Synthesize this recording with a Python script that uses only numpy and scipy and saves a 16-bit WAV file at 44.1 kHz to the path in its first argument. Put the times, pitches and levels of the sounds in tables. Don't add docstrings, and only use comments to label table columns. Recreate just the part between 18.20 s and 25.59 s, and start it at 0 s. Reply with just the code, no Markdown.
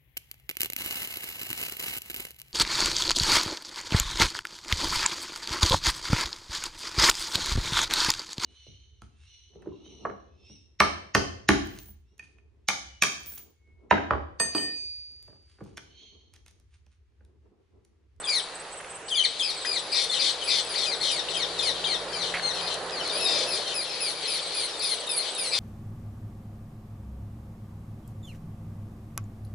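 import sys
import numpy as np
from scipy import signal
from scipy.fft import rfft, irfft
from scipy.io import wavfile
from scipy.ndimage import uniform_filter1d

SR = 44100
rng = np.random.default_rng(int(sys.argv[2]) if len(sys.argv) > 2 else 0)


def output_pcm(signal):
    pcm = np.clip(np.atleast_2d(signal).T, -1, 1) * 32767
    wavfile.write(sys.argv[1], SR, np.round(pcm).astype(np.int16))


def attenuation_scalar(level_db):
    decades = np.asarray(level_db, float) / 20
    return 10 ** decades


N = 325899
TIME = np.arange(N) / SR
LEFT_RIGHT = np.array([[1], [-1]])


def curve(table):
    s, *columns = np.transpose(table)
    return [np.interp(TIME, s, column) for column in columns]


def shade(hz, table):
    points_hz, points_db = np.transpose(table)
    return np.interp(np.log(np.maximum(hz, 1)), np.log(points_hz), points_db)


def colour(x, table):
    hz = np.fft.rfftfreq(x.shape[-1], 1 / SR)
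    return irfft(rfft(x) * attenuation_scalar(shade(hz, table)), x.shape[-1])


def unit(x):
    return x / np.sqrt(np.mean(x ** 2))


def walk(rate_hz, size=N):
    step = max(int(SR / rate_hz), 1)
    stairs = np.repeat(rng.standard_normal(size // step + 1), step)
    return 1.3 * uniform_filter1d(uniform_filter1d(stairs, step), step)[:size]


def pair(table, side_table):
    mid, side = rng.standard_normal((2, N))
    return unit(colour(mid + colour(side, side_table) * LEFT_RIGHT, table))


def add(out, start_s, x):
    i = int(start_s * SR)
    first, last = max(i, 0), min(i + x.shape[-1], N)
    out[..., first:last] += x[..., first - i:max(last - i, 0)]


def syrinx(hz, db, partial_db, flutter_db, fade_s=0.0031):
    phase = 2 * np.pi * np.cumsum(hz) / SR
    out = np.zeros((2, len(hz)))
    for k in range(1, 12):
        level = attenuation_scalar(partial_db(k) + flutter_db * walk(168.2, len(hz)))
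        part = level * np.sin(k * phase + 2 * np.pi * rng.random())
        high = np.clip((k * hz - 7000) / 2000, 0, 1)
        out += part * (k * hz < 12000) * np.array([1 - high, high])
    t = np.arange(len(hz)) / SR
    fade = np.clip(np.minimum(t, t[-1] - t) / fade_s, 0, 1)
    return np.sqrt(2) * out * attenuation_scalar(db) * fade


def glide(length_s, first_hz, last_hz, bend, start_db, end_db):
    u = np.linspace(0, 1, int(length_s * SR))
    hz = first_hz + (last_hz - first_hz) * u ** bend
    return hz, start_db * (1 - u) ** 2 + end_db * u ** 2


def beak(hz, centre_hz, width_hz):
    return -10 * np.log10(1 + ((hz - centre_hz) / width_hz) ** 2)


def whistle(hz, db, treble_db):
    lower_db = {
        1: -3 + beak(hz, 2740, 278),
        2: 1 + beak(2 * hz, 4030, 1300),
        3: -9 + beak(3 * hz, 5460, 330),
        4: treble_db}

    def partial_db(k):
        return lower_db.get(k, treble_db.mean() - 4 + beak(k * hz, 10200, 900))

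    wobble = 1 + .011 * walk(280, len(hz))
    return syrinx(hz * wobble, db, partial_db, 2.8)


def whistles():
    # (start [s], end [s], first pitch [Hz], steady fall [Hz], droop at the end [Hz],
    # base level, about that of the second harmonic [dB], fourth harmonic against the base [dB])
    calls = [(0.07, 0.206, 2463, 476, 485, -26, -10.5), (0.943, 1.009, 2490, 548, 186, -29.5, -12),
             (1.034, 1.06, 2450, 407, 455, -21.5, -8), (1.453, 1.585, 2476, 30, 841, -28.5, -11.5),
             (2.225, 2.29, 2434, -86, -8, -40, -2), (2.486, 2.549, 2560, 421, 4, -36.5, -1),
             (2.661, 2.756, 2560, 562, 486, -29, -9), (2.909, 3.007, 2544, 647, 250, -31.5, -3),
             (3.169, 3.256, 2547, 950.5, 32, -29.5, -6), (3.424, 3.519, 2582, 850.5, 78, -28, -4.5),
             (3.67, 3.769, 2470, 752.5, 145, -29.5, -7), (3.941, 4.055, 2516, 803.5, 310, -31.5, -7),
             (4.218, 4.321, 2137, -21, 470, -30.5, -4), (4.403, 4.488, 2520, 62, 0, -38.5, -10.5),
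             (4.716, 4.806, 2614, 680, -2, -38, -13), (4.826, 4.92, 2330, 451, 283, -35, -10),
             (4.912, 4.992, 2354, -170, -6, -36, -0.5), (4.994, 5.056, 2654, 91.5, 28, -32.5, -3),
             (5.266, 5.387, 2690, 352, 297, -33.5, -5), (5.54, 5.629, 2626, 295, 420, -32.5, -1),
             (5.696, 5.79, 2150, 267, -8, -40, -15), (5.801, 5.911, 2620, 448.5, 402, -32, 0.5),
             (6.027, 6.074, 2254, 315, 0, -34, -7), (6.072, 6.184, 2616, 420.5, 468, -34, 0),
             (6.343, 6.464, 2552, 428, 182, -34.5, 2), (6.619, 6.749, 2607, 640, 3, -32, 1.5),
             (6.889, 7.018, 2650, 662, -9, -34, 4.5), (7.177, 7.304, 2620, 716, -3, -33.5, 2.5)]
    droop_lateness = 4.6
    out = np.zeros((2, N))
    for s, end, first_hz, fall_hz, droop_hz, db, fourth_db in calls:
        hz, swell_db = glide(end - s, first_hz, first_hz - fall_hz, 1, start_db=-6.5, end_db=-4)
        hz = hz - droop_hz * np.linspace(0, 1, len(hz)) ** droop_lateness
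        treble_db = fourth_db + 2 * beak(4 * hz, 10200, 860)
        add(out, s, whistle(hz, db + swell_db, treble_db))
    return out


def notes():
    # (start [s], end [s], first pitch [Hz], last pitch [Hz], base level [dB])
    calls = [(0.039, 0.072, 3730, 3220, -35), (0.9, 0.949, 3700, 2940, -29),
             (0.956, 1.029, 3654, 2976, -22.5), (1.194, 1.226, 3800, 3110, -23.5),
             (1.895, 1.92, 3720, 3380, -30), (2.208, 2.234, 3620, 2940, -32),
             (3.147, 3.174, 3410, 3110, -30), (3.39, 3.42, 3900, 3210, -29.5),
             (3.644, 3.678, 3630, 3080, -32), (3.931, 3.951, 3300, 3060, -39),
             (4.795, 4.82, 3240, 2990, -37), (5.051, 5.094, 3850, 3650, -26.5),
             (5.45, 5.493, 3320, 3050, -41), (6.535, 6.56, 3820, 3620, -40),
             (6.869, 6.926, 3820, 3580, -35), (7.151, 7.207, 3885, 3620, -37)]
    out = np.zeros((2, N))
    for s, end, first_hz, last_hz, db in calls:
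        hz, swell_db = glide(end - s, first_hz, last_hz, .5, start_db=-2, end_db=-1.5)
        partials = {1: 0, 2: -21, 3: -17 + beak(3 * hz, 10100, 550)}
        add(out, s, syrinx(hz, db + swell_db, lambda k: partials.get(k, -60), 2.2, fade_s=0.002))
    return out


def rasp(length_s, first_hz, last_hz, db, rough):
    harmonic_db = [-8.5, -2.5, -7, -21.5, -20.5, -48]
    t = np.arange(int(length_s * SR)) / SR
    swoop = 1 - .38 * np.exp(-t / .003)
    top_hz = first_hz + (last_hz - first_hz) * (t / length_s) ** (1 / rough)
    warble_hz = 280 * rough * (1 + .15 * walk(60, len(t)))
    warble = np.sin(2 * np.pi * np.cumsum(warble_hz) / SR)
    grip = np.clip(t / .035, 0, 1)
    pull = .2 * (1 - warble) + .02 * walk(300, len(t))
    hz = top_hz * swoop * (1 - grip * rough * pull)

    def partial_db(k):
        level = harmonic_db[min(k, 6) - 1]
        if k == 1:
            level = level + 2 * beak(hz, 2530, 317)
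        if k == 3:
            level = level + 2 * beak(3 * hz, 5330, 333)
        return level

    tiring_db = -1 * (t / length_s - .5)
    return syrinx(hz, db + tiring_db, partial_db, 2.25, fade_s=0.01)


def rasps():
    # (start [s], end [s], top pitch [Hz], base level [dB], roughness [0-1])
    calls = [(0.088, 0.156, 2500, -29, 0.31), (1.22, 1.322, 2638, -27.5, .3),
             (1.505, 1.604, 2436, -32.5, 0.41), (1.715, 1.857, 2540, -24.5, 0.7),
             (1.909, 1.991, 2262, -26.5, 0.68), (1.986, 2.114, 2497, -23.5, 0.76),
             (2.27, 2.411, 2522, -23.5, 0.74), (2.548, 2.672, 2437, -27, 0.64),
             (2.805, 2.929, 2278, -26.5, 0.66), (3.089, 3.17, 2193, -33, 0.74),
             (3.381, 3.495, 2200, -33.5, 0.57), (3.656, 3.759, 2225, -39, 0.88),
             (4.005, 4.112, 2320, -34, 0.69), (4.327, 4.42, 2315, -34.5, 0.77),
             (4.459, 4.559, 2293, -34, 0.84), (5.046, 5.25, 2628, -26.5, 0.84),
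             (5.301, 5.391, 2380, -31, 0.6), (5.461, 5.544, 2210, -33, 0.84),
             (5.599, 5.676, 2434, -37.5, 0.6), (5.841, 5.948, 2400, -41, 0.3),
             (6.079, 6.213, 2393, -34.5, 0.44), (6.293, 6.456, 2397, -36.5, 0.65),
             (6.588, 6.749, 2433, -32.5, 0.65), (6.996, 7.101, 2453, -34.5, 0.88),
             (7.314, 7.42, 2545, -24.5, 0.81)]
    out = np.zeros((2, N))
    for s, end, hz, db, rough in calls:
        add(out, s, rasp(end - s, hz, hz - 1249.6 * (1 - rough), db, rough))
    return out


def chips():
    # (time [s], base level [dB])
    calls = [(.085, -32), (.883, -40), (1.186, -40), (1.448, -34), (2.54, -33), (2.803, -46), (3.085, -44),
             (3.378, -43), (3.64, -41), (3.92, -39)]
    partials = {1: -14, 2: 0, 3: -9}
    size = int(.014 * SR)
    out = np.zeros((2, N))
    for s, db in calls:
        hz = np.linspace(1400, 2500, size) * (1 + 0.073 * walk(640, size))
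        add(out, s, syrinx(hz, db, lambda k: partials.get(k, -24), 6, fade_s=0.00037))
    return out


def falls():
    # (start [s], end [s], first pitch [Hz], last pitch [Hz], base level [dB])
    calls = [(0.15, 0.197, 10450, 8860, -41.5), (3.47, 3.497, 10750, 9500, -42),
             (5.036, 5.065, 10700, 9300, -41), (5.603, 5.641, 10900, 9660, -47),
             (5.88, 5.924, 10800, 9800, -49), (6.142, 6.175, 11270, 9500, -42),
             (6.409, 6.451, 11100, 9270, -42), (6.69, 6.726, 10950, 9360, -40),
             (6.96, 6.995, 11000, 9500, -35.5), (7.234, 7.28, 11030, 9400, -47)]
    out = np.zeros((2, N))
    for s, end, first_hz, last_hz, db in calls:
        hz = np.linspace(first_hz, last_hz, int((end - s) * SR))
        wobble = 1 + 0.0077 * walk(280, len(hz))
        add(out, s, syrinx(hz * wobble, db, lambda k: 0, 5))
    return out


def near_birds():
    # (time [s], body lean [dB], treble lean [dB])
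    flock_side = [(0, 7, -6), (1.2, 7, -7), (2.5, 8.5, -5), (4.7, 10, -7), (5.2, 7, -2.5), (6.5, 8.5, -6),
                  (7.1, 10, -5), (7.39, 5, -2)]
    body, treble = whistles() + notes() + rasps() + chips() + falls()
    body_db, treble_db = curve(flock_side)
    side = LEFT_RIGHT / 2
    return body * attenuation_scalar(1.02 * side * body_db - 2.5) + treble * attenuation_scalar(0.64 * side * treble_db)


def grass(x, t60_s, db, wide):
    t = np.arange(int(.8 * SR)) / SR
    fade = np.exp(-np.log(1000) * t / t60_s) * np.clip(t / 0.0015, 0, 1)
    mid, side = rng.standard_normal((2, len(t))) * fade
    tail = colour(mid + wide * side * LEFT_RIGHT, [(2000, -3.5), (5000, -1), (7000, 5.5), (11000, -4)])
    tail = tail / np.sqrt(np.sum(tail ** 2) / 2)
    return signal.fftconvolve(x, tail, axes=1)[:, :N] * attenuation_scalar(db)


def far_birds(count=260):
    # (time [s], level [dB])
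    far_level = [(0, -43), (.3, -55), (.8, -62), (1.1, -44), (2.0, -41), (3.0, -40), (3.9, -41), (4.4, -38),
                 (4.65, -44), (5.0, -37), (5.5, -38), (6.0, -37), (6.5, -38), (6.8, -39), (7.39, -37)]
    out = np.zeros((2, N))
    for when, kind, pitch, size, side in rng.random((count, 5)):
        if kind < .3:
            hz = np.linspace(2600, 1950, int(.1 * SR)) * (.9 + .2 * pitch)
            call = whistle(hz, 6 * size, np.full(len(hz), -14.))
        else:
            call = rasp(.13, 2300 + 350 * pitch, 2100, 6 * size + 2, 0.91)
        lean_db = LEFT_RIGHT * (2 + 3.8 * (side - .5))
        add(out, when * N / SR - .05, call.sum(0) * attenuation_scalar(lean_db))
    out = colour(out, [(2000, -0.5), (3000, -1), (3800, 2.5), (4800, -1.5), (5500, 0)])
    return unit(out) * attenuation_scalar(curve(far_level)[0])


def crickets():
    # (first chirp [s], last chirp [s], pitch [Hz], level at the first [dB], level at the last [dB])
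    bouts = [(.008, 1.065, 8140, -39.5, -41.5), (1.196, 2.428, 8150, -40, -42.5),
             (2.921, 3.099, 8200, -43, -42), (6.054, 7.29, 8140, -43.5, -36.5),
             (.01, 1.043, 7940, -48, -42.5), (1.211, 3.11, 7930, -43, -44), (6.252, 7.268, 7880, -52, -41)]
    period_s, scatter_db = .174, 1.7
    stroke_s, stroke_gap_s = 0.034, 0.047
    out = np.zeros(N)
    t = np.arange(-stroke_s / 2, stroke_s / 2, 1 / SR)
    stroke = np.clip(1.04 * np.cos(np.pi * t / stroke_s), 0, 1)
    for first_s, last_s, hz, first_db, last_db in bouts:
        for u in np.linspace(0, 1, round((last_s - first_s) / period_s) + 1):
            chirp_s = first_s + u * (last_s - first_s)
            db = first_db + u * (last_db - first_db) + scatter_db * rng.standard_normal()
            for gap_s in (0, stroke_gap_s):
                tone = np.sin(2 * np.pi * (hz * t + rng.random()))
                add(out, chirp_s + gap_s + t[0], attenuation_scalar(db) * stroke * tone)
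    return out * attenuation_scalar(-.4 * LEFT_RIGHT)


def buzz():
    # (time [s], level [dB])
    buzz_level = [(0, -59), (.82, -56.5), (.84, -85), (1.5, -54), (3.0, -55), (4.5, -53.5), (5.5, -51),
                  (7.39, -57)]
    band = colour(rng.standard_normal(N), [(9600, -41), (10000, 9), (10200, -20), (10400, -1), (10800, -45)])
    gate = (1 + np.cos(2 * np.pi * 170 * TIME)) ** 0.38
    return unit(band * gate) * attenuation_scalar(curve(buzz_level)[0])


def ticks():
    # (time [s], peak level [dB], centre [Hz], decay [s])
    cracks = [(.354, -33, 9000, 0.0019), (0.603, -32, 1980, 0.0055), (0.646, -31, 2070, 0.0033),
              (1.347, -32, 9000, .002), (2.449, -27, 9500, .002), (4.14, -19, 2150, 0.029),
              (4.172, -25, 1600, 0.0037), (4.196, -22, 1700, 0.0033), (4.542, -21.5, 8340, 0.0018),
              (4.697, -23, 3880, 0.0014), (4.708, -25, 6000, 0.0014), (4.876, -27, 9500, .003),
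              (6.595, -25.5, 10000, .004), (6.868, -26, 10100, 0.0066), (7.15, -24, 10000, 0.0046)]
    out = np.zeros(N)
    t = np.arange(int(0.075 * SR)) / SR
    for s, db, hz, decay_s in cracks:
        noise = rng.standard_normal(len(t))
        crack = colour(noise, [(hz / 3, -22), (hz, 0), (2 * hz, -20), (4 * hz, -32)])
        crack = crack * np.exp(-t / decay_s)
        add(out, s, crack * attenuation_scalar(db) / np.abs(crack).max())
    return out


def engine():
    # (time [s], firing rate [Hz], base level [dB])
    course = [(0, 53.05, -64.5), (2.0, 54.95, -65.5), (2.7, 55.8, -58), (4.4, 58.1, -52),
              (5.9, 56.97, -64.5), (7.39, 57.1, -69)]
    # (multiple of the firing rate, level against the base [dB])
    orders = [(1, -6), (2, -9.5), (3, -3)]
    hz, db = curve(course)
    phase = 2 * np.pi * np.cumsum(hz) / SR
    out = np.zeros(N)
    for k, order_db in orders:
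        out += np.sqrt(2) * attenuation_scalar(db + order_db + 1.5 * walk(2.78)) * np.sin(k * phase)
    return out


def road():
    # (time [s], base level [dB], upper part against it [dB])
    swell = [(0, -44, 0), (1.15, -47.5, -1.5), (1.45, -43, -1.5), (3.65, -39, -3), (4.4, -38.5, -1),
             (5.21, -35.5, -4.5), (5.68, -42.5, -2.5), (7.39, -42.5, -2.5)]
    # (frequency [Hz], level [dB])
    roar_colour = [(24, -45), (40, -47), (64, -26), (86, -26.5), (172, -13.5), (206, -21.5), (389, -4),
                   (514, -0.5), (840, -7), (2000, -13.5), (2600, -75), (4400, -120)]
    db, upper_db = curve(swell)
    roar = pair(roar_colour, [(200, -27), (500, -18), (1200, -7), (2500, -2.5)])
    low = colour(roar, [(700, 4), (900, -80)])
    upper = unit(roar - low)
    both = low * attenuation_scalar(db + 3) + upper * attenuation_scalar(db + upper_db + 4)
    both[0] = colour(both[0], [(150, 0), (600, -3), (1500, -4.5)])
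    return both


def air():
    # (frequency [Hz], relative level [dB])
    air_colour = [(900, 6), (1500, 8), (2700, 13), (4500, -1), (7000, 3), (9000, 4), (11500, -33)]
    return pair(air_colour, [(2000, -9), (10000, 2)]) * attenuation_scalar(-47)


def scene():
    near = near_birds()
    far = far_birds()
    birds = near + far
    scatter = grass(near, 0.14, -0.5, 0.63) + grass(near, 0.8, -9, 0.18) + grass(far, 0.54, -0.14, 0.99)
    insects = crickets() + buzz()
    return birds + scatter + insects + ticks() + engine() + road() + air()


def band_limit(x):
    return signal.sosfilt(signal.butter(12, 11410, fs=SR, output="sos"), x)


def record(dry):
    top_hz = 11180
    mix = colour(dry, [(top_hz, 0), (1.01 * top_hz, -70)])
    return band_limit(mix)


dry = scene()
out = record(dry)
output_pcm(out)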